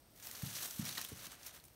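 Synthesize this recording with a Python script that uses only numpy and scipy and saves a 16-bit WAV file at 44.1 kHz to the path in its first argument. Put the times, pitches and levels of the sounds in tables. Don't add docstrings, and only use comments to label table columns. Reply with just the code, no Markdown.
import sys
import numpy as np
from scipy import signal
from scipy.fft import rfft, irfft, next_fast_len
from scipy.io import wavfile
from scipy.ndimage import map_coordinates

SR = 44100
rng = np.random.default_rng(int(sys.argv[2]) if len(sys.argv) > 2 else 0)


def dump(signal):
    limited = np.clip(np.atleast_2d(signal).T, -1, 1)
    pcm = np.round(limited * 32767).astype(np.int16)
    wavfile.write(sys.argv[1], SR, pcm)


N = 77175


def amp(db):
    return 10 ** (np.asarray(db) / 20)


def unit(x):
    return x / np.sqrt(np.mean(x ** 2) + 1e-20)


def along(points, hz):
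    pitches, values = np.transpose(points)
    return np.interp(np.log(hz + 1), np.log(pitches + 1), values)


def curve(rows):
    rows = np.array(rows)
    return np.interp(np.arange(N) / SR, rows[:, 0], rows[:, -1])


def wobble(per_s):
    return map_coordinates(rng.standard_normal(4096), [np.arange(N) * per_s / SR], mode="wrap")


def filtered(x, response):
    size = next_fast_len(len(x) + 4096)
    return irfft(rfft(x, size) * response(np.fft.rfftfreq(size, 1 / SR)), size)[:len(x)]


def coloured(x, tone):
    return unit(filtered(x, lambda hz: amp(along(tone, hz))))


def ticks(per_s, spread_db, size):
    hits = rng.random(size) < per_s / SR
    signs = np.sign(rng.standard_normal(size))
    return unit(hits * signs * amp(spread_db * np.clip(rng.standard_normal(size), -2, 2)))


def background():
    # pitch_hz, level_db
    tone = [(20, -33), (40, -4), (60, 0), (110, -2), (200, -7), (330, -8), (450, -12), (620, -10),
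            (950, -17), (2500, -24), (5500, -21), (7200, -32.5), (9000, -18), (10300, -47), (15500, -34)]
    return amp(-66.5) * coloured(rng.standard_normal(N), tone)


def room(x, echo_db):
    # pitch_hz, fade_s
    fades = [(100, 0.57), (400, 0.49), (2000, 0.43), (12000, 0.15)]
    hz, t, noise = signal.stft(rng.standard_normal(SR // 2), SR, nperseg=256)
    tail = signal.istft(noise * amp(-60 * t / along(fades, hz)[:, None]), SR, nperseg=256)[1]
    tail = np.pad(tail / np.linalg.norm(tail), (SR // 200, 0))
    return x + amp(echo_db) * signal.fftconvolve(x, tail)[:N]


def bowl_knock(start_s=1.119, level_db=-47, pitch_hz=434, fade_s=0.056):
    t = np.maximum(np.arange(N) / SR - start_s, 0)
    return amp(level_db - 60 * t / fade_s) * np.sin(2 * np.pi * pitch_hz * t)


def bumps(boom_db=-16, boom_rise_s=0.012):
    # middle_s, level_db, pitch_hz, half_length_s
    thuds = [(0.438, -32, 143, 0.005), (0.4367, -49.5, 267, 0.0047), (0.798, -28.5, 186, 0.0035),
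             (0.983, -50, 200, 0.0016), (1.1218, -45, 239, 0.0035), (1.132, -43, 112, 0.0067),
             (1.274, -49, 230, 0.0014)]
    # pitch_hz, relative_db, fade_s (to fall 60 dB)
    room_notes = [(111.6, -4, 0.5), (146.5, -0.5, 0.37), (188, 1, 0.28), (243.4, -11, 0.42)]
    direct, boom = np.zeros(N), np.zeros(N)
    for middle_s, level_db, pitch_hz, half_length_s in thuds:
        t = np.arange(N) / SR - middle_s
        direct += amp(level_db) * np.exp(-(t / half_length_s) ** 2) * np.sin(2 * np.pi * pitch_hz * t)
        after = np.maximum(t, 0)
        swell = 1 - np.exp(-after / boom_rise_s)
        for note_hz, note_db, fade_s in room_notes:
            hum = np.sin(2 * np.pi * (note_hz * after + rng.random()))
            boom += amp(level_db + boom_db + note_db - 60 * after / fade_s) * swell * hum
    return room(direct, echo_db=-13) + boom


def bubbles(count, typical_hz=5620, life_cycles=2.3):
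    starts, t = rng.integers(0, N, count), np.arange(SR // 80) / SR
    pitch, strength = np.clip(rng.standard_normal((count, 2)), -2, 2).T[:, :, None]
    cycles = typical_hz * np.exp(0.287 * pitch) * t
    pings = amp(3.6 * strength) * np.sin(2 * np.pi * cycles) * np.exp(-cycles / life_cycles)
    positions = starts[:, None] + np.arange(len(t))
    return unit(np.bincount(positions.ravel(), pings.ravel(), N)[:N])


def crumb_snaps(rise_s=0.0006, ring_width=0.3, trim_db=-0.7):
    # start_s, level_db, fade_s (to fall 30 dB), ring_hz, ring_db (against the burst)
    crumbs = [(.161, -58, 0.0087, 4950, -12), (0.175, -55.5, 0.0089, 6000, -10),
              (0.186, -61, .008, 4000, -12), (0.199, -49.5, .01, 5000, -17), (0.225, -56.5, 0.04, 6850, 3),
              (0.2689, -38.5, 0.013, 5530, -28), (0.3121, -42, 0.0078, 8360, -4.5),
              (0.3255, -53, 0.0081, 5800, -10), (0.35, -46.5, 0.011, 4630, -5),
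              (.4205, -41, 0.012, 2400, -11), (.463, -48.5, 0.013, 4400, -1), (0.551, -43, 0.077, 5500, -8),
              (0.622, -43.5, 0.018, 4200, -20), (0.628, -45, 0.034, 8600, -5),
              (0.6502, -41, 0.009, 6000, -13), (0.7093, -42, 0.0036, 5540, -1.5),
              (.852, -41, 0.027, 5400, -4), (0.862, -43, 0.0075, 2030, -1.5),
              (0.8903, -38, 0.016, 4370, -6), (0.911, -44.5, 0.0094, 4360, -3),
              (0.926, -42.5, 0.014, 4030, -7), (0.952, -47, 0.015, 3320, -1),
              (.9735, -42.5, 0.02, 1780, 0.5), (.9785, -38, 0.0081, 3930, 0.5),
              (0.9797, -49, 0.043, 1120, 1.5), (1.014, -32.5, 0.0036, 5550, -11),
              (1.0422, -47, 0.021, 11000, -3), (1.048, -39, 0.01, 3360, -6.5),
              (1.063, -48, 0.0054, 8950, -12), (1.086, -47.5, 0.043, 9200, -9.5),
              (1.267, -40, 0.0063, 2620, -15), (1.430, -53.5, 0.017, 5600, -2),
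              (1.4637, -45, 0.018, 6030, -5), (1.599, -55.5, .007, 4060, -5), (1.639, -52, 0.01, 9200, -14),
              (1.65, -59.5, 0.029, 9600, 0), (1.6822, -57.5, 0.0049, 2820, -7)]
    # pitch_hz, level_db
    tone = [(200, -9), (700, -3.5), (1800, -0.5), (4000, -1), (6000, 1), (8000, -3.5), (15500, 3.5)]
    out, t = np.zeros(N + SR), np.arange(SR // 20) / SR
    for start_s, level_db, fade_s, ring_hz, ring_db in crumbs:
        shape = amp(-30 * t / fade_s) * (1 - np.exp(-t / rise_s))
        burst = ticks(per_s=16000, spread_db=3, size=len(t)) * shape
        damping = 1j * ring_hz * ring_width
        ring = filtered(burst, lambda hz: damping * hz / (ring_hz ** 2 - hz ** 2 + damping * hz))
        snap = coloured(burst, tone) + amp(ring_db) * unit(ring)
        average_to_peak = np.sqrt(np.mean(shape ** 2)) / shape.max()
        out[int(start_s * SR):][:len(t)] += amp(level_db + trim_db) * average_to_peak * snap
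    return out[:N]


def clay_crackle():
    # time_s, level_db
    effort = [(0, -81.5), (.14, -76), (.19, -66), (.255, -52.5), (.305, -56.5), (.365, -53.5), (.405, -54),
              (.48, -47.5), (.54, -49), (.575, -45.5), (.66, -46), (.695, -51.5), (.745, -52.5), (.83, -50),
              (.86, -45.5), (.93, -49), (.995, -46.5), (1.02, -47.5), (1.075, -54.5), (1.14, -55),
              (1.2, -53.5), (1.262, -51.5), (1.295, -60), (1.322, -53), (1.37, -65.5), (1.415, -63),
              (1.455, -56.5), (1.48, -52), (1.525, -64), (1.55, -56), (1.615, -71), (1.75, -76.5)]
    # time_s, unused_db, relative_db
    fizz_amount = [(0.15, -72, 8), (0.226, -56, 2.5), (0.396, -56, 0.5), (0.576, -47, -3.5),
                   (0.762, -55, 5.5), (0.844, -52, -8), (0.852, -46, -7), (0.966, -52, -6),
                   (0.982, -41, -16), (0.99, -52, -6.5), (1.142, -60, -3.5), (1.25, -59, -3),
                   (1.406, -66, -1), (1.47, -60, 4.5), (1.492, -59, -4.5), (1.7, -67, 9)]
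    squelch_amount = [(0.16, -65, -3), (0.268, -49, -5), (0.33, -51, -5), (0.576, -45, -10),
                      (0.76, -48, -8), (0.84, -51, -5.5), (0.852, -44, -4.5), (0.966, -49, -11),
                      (0.978, -45, -6), (1.04, -51, -11), (1.128, -57, -7.5), (1.246, -49, -6),
                      (1.4, -63, 0), (1.462, -51, -5), (1.614, -70, -2.5), (1.66, -62, -4.5)]
    # pitch_hz, level_db
    bright_tone = [(400, -48), (1500, -18.5), (2800, -0.5), (4200, 2.5), (5000, -1.5), (6100, 5.5),
                   (7300, -2), (9000, -0.5), (10200, -3.5), (12000, -9), (15500, -19)]
    fizz_tone = [(6000, -30), (8000, -9), (10300, -9), (12000, 1), (15500, -2)]
    squelch_tone = [(40, -22), (100, -3), (250, 0.5), (400, -4.5), (650, 0.5), (900, -2), (1250, 1),
                    (1800, 1.5), (2800, -3), (5000, -6.5), (15000, -34)]
    level_db = curve(effort) + 0.74 * wobble(190) + 0.83 * wobble(60.6)
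    grains = ticks(per_s=6000, spread_db=3, size=N)
    bright = coloured(grains, bright_tone) * amp(-3.5 + 1.54 * wobble(200))
    fizz = coloured(grains, fizz_tone) * amp(-3 + curve(fizz_amount) + 1.6 * wobble(140))
    wet_film = ticks(per_s=1800, spread_db=1.5, size=N)
    squelch = coloured(wet_film, squelch_tone) * amp(curve(squelch_amount))
    return amp(level_db) * (bright + fizz + squelch + amp(-15) * bubbles(count=350))


def scene():
    hiss_and_rumble = background()
    clay = room(clay_crackle() + crumb_snaps(), echo_db=-15.5)
    return (hiss_and_rumble + clay + bumps() + bowl_knock())[None]


def record(dry):
    return filtered(dry[0], lambda hz: hz < 15760)[None]


dry = scene()
out = record(dry)
dump(out)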